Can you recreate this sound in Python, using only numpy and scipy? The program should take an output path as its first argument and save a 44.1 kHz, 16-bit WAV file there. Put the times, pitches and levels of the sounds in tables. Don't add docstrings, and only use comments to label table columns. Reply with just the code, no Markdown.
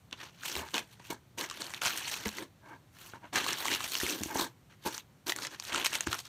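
import sys
import numpy as np
from scipy import signal
from scipy.io import wavfile

SR = 44100
rng = np.random.default_rng(int(sys.argv[2]) if len(sys.argv) > 2 else 0)


def put_to_file(sound):
    columns = np.atleast_2d(sound).T
    safe = np.clip(columns, -1, 1)
    whole_steps = np.round(safe * 32767)
    wavfile.write(sys.argv[1], SR, whole_steps.astype(np.int16))


def nominal_scale(level):
    x = np.asarray(level, float) / 20
    return 10 ** x


N = 276941


def rms_one(x):
    return x / np.sqrt(np.mean(x ** 2) + 1e-20)


def level_at(spectrum, hz):
    point_hz, point_db = np.array(spectrum)[:, :2].T
    return np.interp(np.log(hz), np.log(point_hz), point_db)


def drift(rate_hz):
    pole = np.exp(-40 * np.pi * rate_hz / SR)
    noise = rng.standard_normal(N // 20 + 2002)
    slow = signal.lfilter([1], [1, -2 * pole, pole * pole], noise)[2000:]
    return np.interp(np.arange(N) / 20, np.arange(len(slow)), rms_one(slow))


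def resonance(x, hz, width_hz):
    pole = np.exp(-np.pi * width_hz / SR)
    feed = [(1 - pole * pole) / 2, 0, (pole * pole - 1) / 2]
    return signal.lfilter(feed, [1, -2 * pole * np.cos(2 * np.pi * hz / SR), pole * pole], x)


def bands(spectrum):
    white = rng.standard_normal((2, N))
    edges = 25 * 2 ** np.arange(0, 9.6, .5)
    for k, (low, high) in enumerate(zip(edges, edges[1:])):
        hz = np.sqrt(low * high)
        band = signal.butter(2, [low, high], "band", fs=SR, output="sos")
        yield hz, nominal_scale(level_at(spectrum, hz)) * signal.sosfilt(band, white[k % 2])


# (per Hz, relative)
ROOM_COLOUR = [(25, -85), (49, -10), (84, -6.5), (141, 1), (170, -7.5), (354, -17.5), (16000, -38)]


def room_tone():
    ROOM_TONE_DB = -61
    wavering = [noise * nominal_scale(0.5 * drift(11.0)) for hz, noise in bands(ROOM_COLOUR)]
    return nominal_scale(ROOM_TONE_DB) * rms_one(sum(wavering))


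# start_s, level_db (peak of the body, before the tick is added), pitch_hz
CREASES = [(.111, -40, 3500), (0.1273, -23, 3560), (0.4338, -27, 1570), (0.4588, -28.5, 3430),
           (0.5533, -18.5, 2800), (0.5645, -22.5, 4000), (0.6865, -32.5, 1630), (0.742, -15.5, 3730),
           (0.7503, -20, 3600), (0.7675, -29, 2280), (0.78, -18.5, 2470), (1.051, -39, 2580),
           (1.4108, -21, 3400), (1.4404, -24, 2170), (1.499, -23.5, 3700), (1.5113, -27, 1120),
           (1.6192, -23, 4200), (1.6657, -28, 4400), (1.7372, -22.5, 2400), (1.745, -24.5, 3540),
           (1.7644, -43, 3330), (1.818, -17.5, 1460), (1.8507, -18, 3325), (1.8796, -24, 4090),
           (2.1404, -22.5, 2540), (2.257, -21.5, 2170), (2.2811, -22.5, 5470), (2.2895, -22.5, 4130),
           (2.384, -25.5, 1940), (3.3566, -15.5, 1710), (3.3594, -17.5, 5550), (3.3774, -17, 2260),
           (3.464, -20, 1130), (3.4823, -23, 4260), (3.506, -24, 3350), (3.5303, -17.5, 5900),
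           (3.6545, -20, 1110), (3.682, -19, 2170), (3.715, -19.5, 2000), (3.748, -25, 5500),
           (3.8054, -21.5, 1190), (3.9525, -13.5, 2700), (4.0007, -22.5, 1720), (4.0124, -22, 1840),
           (4.0646, -21, 2230), (4.098, -22.5, 2650), (4.106, -22, 6060), (4.2343, -17.5, 6900),
           (4.3962, -17.5, 1005), (4.979, -20.5, 5900), (5.2686, -25, 4240), (5.295, -17.5, 4000),
           (5.2992, -18.5, 1930), (5.321, -17.5, 1950), (5.3619, -22, 6730), (5.3867, -24.5, 1520),
           (5.4495, -24, 2110), (5.469, -21, 5170), (5.5985, -21, 5000), (5.624, -31, 4000),
           (5.6507, -28, 4080), (5.7296, -25, 2660), (5.7457, -17, 1390), (5.7594, -18, 1950),
           (5.8472, -17, 2500), (5.8598, -10, 3300), (5.865, -13, 2260), (5.9303, -19, 2770),
           (5.947, -21, 2200), (5.9555, -20.5, 2720), (6.007, -16.5, 6630), (6.071, -19, 1580),
           (6.117, -33, 3520), (6.129, -15, 1400), (6.1435, -24, 5500), (6.19, -25.5, 5060),
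           (6.253, -32, 4930)]


def snaps():
    BUCKLE_S, FLUTTER_S, FLUTTER_DB = 0.00047, 0.0033, -9
    out, t = np.zeros(N + 500), np.arange(500) / SR
    treble = signal.butter(2, 6500, "high", fs=SR, output="sos")
    broad = signal.butter(2, [900, 7500], "band", fs=SR, output="sos")
    buckle = np.e * t / BUCKLE_S * np.exp(-t / BUCKLE_S)
    flutter = nominal_scale(FLUTTER_DB) * np.exp(-t / FLUTTER_S) * np.tanh(t / BUCKLE_S)
    for start_s, level_db, hz in CREASES:
        burst = rng.standard_normal(500) * (buckle + flutter)
        ring = rms_one(resonance(burst, hz, .13 * hz))
        crack = rms_one(signal.sosfilt(broad, burst))
        body = ring + .8 * crack
        tick = signal.sosfilt(treble, burst)
        tick_db = -17 + 2.1 * np.log2(hz / 3000)
        snap = body / abs(body).max() + nominal_scale(tick_db) * tick / abs(tick).max()
        at = round(start_s * SR)
        out[at:at + 500] += nominal_scale(level_db) * snap
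    return out[:N]


def room(x):
    T60_S, WALL_CUT_HZ = .17, 7000
    out, dull = np.zeros(N), np.exp(-2 * np.pi * WALL_CUT_HZ / SR)
    lags = (rng.uniform(0.0048, 0.02, 10) * SR).astype(int)
    for k, lag in enumerate(lags):
        loop, gain, state = x.copy(), nominal_scale(-60 * lag / SR / T60_S), [0.]
        for i in range(lag, N, lag):
            back, state = signal.lfilter([gain * (1 - dull)], [1, -dull], loop[i - lag:i], zi=state)
            loop[i:i + lag] += back[:N - i]
        out += (loop - x) * (-1) ** k
    return out


def movement(t, start_s, length_s, shape):
    SETTLE_DB_PER_S = 529
    loudest, start_db, end_db, rise_db_per_s = shape
    share = np.clip((t - start_s) / length_s, 0, 1) - loudest
    bend_db = np.where(share < 0, start_db / loudest ** 2, end_db / (1 - loudest) ** 2)
    rise_db = rise_db_per_s * np.maximum(start_s - t, 0)
    settle_db = SETTLE_DB_PER_S * np.maximum(t - start_s - length_s, 0)
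    return nominal_scale(2 * (-bend_db * share ** 2 - rise_db - settle_db))


# start_s, length_s, rustle_db, treble_lift_db, rub_db (on the cardboard)
TUG_MOVES = [(.125, 0.0088, -36, -27, -46.5), (.738, 0.067, -32, -5.5, -38.5), (.995, 0.027, -56, -12, -63),
             (1.103, 0.011, -42.5, 14.5, -34), (1.142, 0.012, -55, 1, -48), (1.377, 0.084, -37.5, 1, -41.5),
             (1.6, 0.028, -41.5, 6, -42.5), (1.816, 0.13, -31.5, -1, -52), (1.974, 0.0052, -30.5, 3.5, -56),
             (2.255, 0.033, -41.5, 12, -40), (3.132, 0.042, -57, -4, -51),
             (3.33, 0.099, -29.5, -8.5, -39.5), (3.79, 0.079, -37, -3, -59),
             (4.345, 0.11, -37.5, 10, -38.5), (4.7, 0.036, -52.5, -11.5, -73), (4.853, 0.047, -45, 12, -36),
             (5.265, 0.052, -41.5, 11.5, -42), (5.355, 0.13, -50.5, 10, -49.5),
             (5.845, 0.027, -29, 4.5, -51), (6.066, 0.014, -34, -7, -40.5)]
# start_s, length_s, rustle_db, treble_lift_db
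SLIDE_MOVES = [(0.172, 0.12, -47, -9), (0.302, 0.13, -62.5, -3), (0.421, 0.2, -41, 5), (.6, 0.25, -54.5, 7),
               (0.852, 0.13, -61.5, -1), (1.022, 0.081, -56.5, 6.5), (1.453, 0.33, -45, -3.5),
               (1.637, 0.041, -42, -5), (1.7, 0.099, -46, 0), (1.912, 0.18, -40, 2),
               (2.067, 0.11, -39.5, 8), (2.152, 0.11, -40.5, -2.5), (2.308, 0.14, -44, 0),
               (2.646, 0.12, -62, -4), (2.958, 0.17, -50.5, 4), (3.223, 0.064, -54, -17),
               (3.421, 0.14, -33, -5), (3.564, 0.14, -37.5, 3), (3.664, 0.12, -31, -1),
               (3.857, 0.19, -40.5, 11), (4.025, 0.13, -38, 9.5), (4.13, 0.22, -47, 7),
               (4.825, 0.059, -52, 3), (4.896, 0.11, -45.5, 5.5), (5.406, 0.076, -38, -2),
               (5.507, 0.053, -42.5, -6.5), (5.59, 0.2, -47.5, 4.5), (5.708, 0.083, -29.5, -14.5),
               (5.767, 0.07, -31.5, -11), (5.91, 0.076, -34.5, -0.5), (5.967, 0.096, -45, -1),
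               (6.104, 0.058, -33, -1), (6.163, 0.057, -49.5, 5), (6.244, 0.039, -53, 5)]
# start_s, length_s, deep_db, high_db (deep and high wall resonances)
BOX_RUBS = [(0.526, 0.14, -44.5, -40.5), (1.108, 0.025, -64, -40), (2.376, 0.067, -41.5, -50),
            (2.64, 0.13, -56, -49.5), (3.144, 0.021, -61, -47), (3.231, 0.04, -53, -44.5),
            (4.033, 0.16, -41.5, -46), (4.29, 0.058, -45, -39), (4.344, 0.12, -37, -35.5)]


def handling():
    TUG_SHAPE, SLIDE_SHAPE = (.3, 5.0, 8.0, 5000.0), (0.57, 8.65, 10.5, 640)
    SLIDE_RUB_DB = -13
    t = np.arange(0, N + 64, 64) / SR
    paper, treble, deep, high = 1e-10, 0, 1e-10, 1e-10
    slides = [(*row, row[2] + SLIDE_RUB_DB) for row in SLIDE_MOVES]
    for rows, shape in ((TUG_MOVES, TUG_SHAPE), (slides, SLIDE_SHAPE)):
        for start_s, length_s, rustle_db, treble_db, rub_db in rows:
            power = movement(t, start_s, length_s, shape)
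            rustle_power = power * nominal_scale(2 * rustle_db)
            rub_power = power * nominal_scale(2 * rub_db)
            paper = paper + rustle_power
            treble = treble + rustle_power * treble_db
            deep, high = deep + rub_power, high + rub_power
    for start_s, length_s, deep_db, high_db in BOX_RUBS:
        power = movement(t, start_s, length_s, SLIDE_SHAPE)
        deep, high = deep + power * nominal_scale(2 * deep_db), high + power * nominal_scale(2 * high_db)
    controls = 10 * np.log10(paper), treble / paper, 10 * np.log10(deep), 10 * np.log10(high)
    return [np.interp(np.arange(N) / SR, t, control) for control in controls]


def grains(per_s, spread_db, decay_s):
    born = rng.random(N) < per_s * nominal_scale(4 * drift(25)) / SR
    power = born * nominal_scale(2 * spread_db * np.minimum(rng.exponential(1, N), 2.5))
    power = signal.lfilter([1], [1, -np.exp(-1 / (decay_s * SR))], power + 1e-18)
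    return power / power.mean()


# (per Hz, relative)
PAPER_COLOUR = [(470, -14), (800, -7.5), (3220, -3.5), (6090, -8.5), (10400, -17.5), (13400, -1.5),
                (16000, -25.5)]


def rustle(level_db, treble_db):
    broad = grains(170, spread_db=3.6, decay_s=.002)
    out, scale = 0, 0
    for hz, noise in bands(PAPER_COLOUR):
        rings = 0
        if hz > 500:
            for patch_hz in hz * 2 ** rng.uniform(-.25, .25, 2):
                tick = np.sqrt(grains(45, spread_db=-1.5, decay_s=0.0013)) * rng.standard_normal(N)
                rings = rings + resonance(tick, min(patch_hz, 17000), 0.13 * patch_hz)
            rings = rms_one(rings)
        hiss = noise * np.sqrt(.16 + .55 * broad)
        crackle = .5 * noise.std() * rings
        tilt_db = np.clip(np.log2(hz / 1800) / 3.36, 0, 1) * treble_db
        out = out + (hiss + crackle) * nominal_scale(tilt_db + 2.5 * drift(13))
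        scale += np.mean(noise ** 2)
    return out / np.sqrt(scale) * nominal_scale(level_db)


# pitch_hz, width_hz (basic; each use widens it), level_db (relative)
BOX_WALLS = [(210, 15.6, -11.5), (443, 116, -5.5), (315, 96, 4), (673, 97, -3), (882, 140, 2.5),
             (1586, 113, -1.5), (2200, 78, -8)]


def cardboard(deep_db, high_db):
    DEEP_BELOW_HZ = 500
    rub = rng.standard_normal(N) * np.sqrt(.5 + .5 * grains(250, spread_db=3.0, decay_s=.003))
    body, steady = 0, 0
    for hz, width_hz, db in BOX_WALLS:
        ring = resonance(resonance(rub, hz, 1.9 * width_hz), hz, 1.9 * width_hz)
        wall = nominal_scale(db + 0.99 * drift(7.7)) * ring / np.sqrt(width_hz)
        body = body + wall * nominal_scale(deep_db if hz < DEEP_BELOW_HZ else high_db)
        steady = steady + wall
    return body / np.std(steady)


# start_s, level_db (peak), pitch_hz (of the wall that is hit)
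BUMPS = [(0.553, -36, 362), (0.569, -38.5, 80), (0.565, -29, 940), (1, -41, 960), (1.126, -29.5, 925),
         (2.259, -29.5, 463), (2.263, -26, 210), (3.136, -30.5, 1480), (3.243, -39, 980), (4.033, -24, 368),
         (4.209, -30.5, 210), (4.218, -28.5, 312), (4.259, -31, 323), (4.357, -19, 870), (4.419, -24, 1050),
         (4.863, -23.5, 910), (6.071, -24.5, 331), (6.085, -33.5, 108)]


def knocks():
    out, t = np.zeros(N + 6000), np.arange(6000) / SR
    push = np.exp(-t / 0.00059) * t / .0007
    whole_box = rms_one(resonance(push, 81.5, 37))
    for start_s, level_db, hz in BUMPS:
        luck_db = rng.normal(0, 1, len(BOX_WALLS) + 1)
        ring = rms_one(resonance(push, hz, 0.072 * hz))
        ring += nominal_scale(-6.5 + luck_db[-1]) * min(1, 300 / hz) * whole_box
        for (wall_hz, width_hz, wall_db), luck in zip(BOX_WALLS, luck_db):
            octaves_away = abs(np.log2(wall_hz / hz))
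            mode = rms_one(resonance(push, wall_hz, 2.1 * width_hz))
            ring += nominal_scale(wall_db - 10.5 + luck - 3.0 * octaves_away) * mode
        at = round(start_s * SR)
        out[at:at + 6000] += nominal_scale(level_db) * ring / abs(ring).max()
    return out[:N]


def scene():
    ECHO_DB = -22
    level_db, treble_db, deep_db, high_db = handling()
    near = rustle(level_db, treble_db) + cardboard(deep_db, high_db) + snaps() + knocks()
    return (near + nominal_scale(ECHO_DB) * room(near) + room_tone())[None]


def roll_off(x):
    return signal.sosfilt(signal.butter(12, 16850, fs=SR, output="sos"), x)


def record(dry):
    heard = dry - .5 * resonance(dry, 4950, 430) - 0.34 * resonance(dry, 10300, 2500)
    bass_cut = signal.butter(2, 45, "high", fs=SR, output="sos")
    treble_cut = signal.cheby2(12, 60, 16300, fs=SR, output="sos")
    mix = signal.sosfilt(treble_cut, signal.sosfilt(bass_cut, heard))
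    return roll_off(mix)


dry = scene()
out = record(dry)
put_to_file(out)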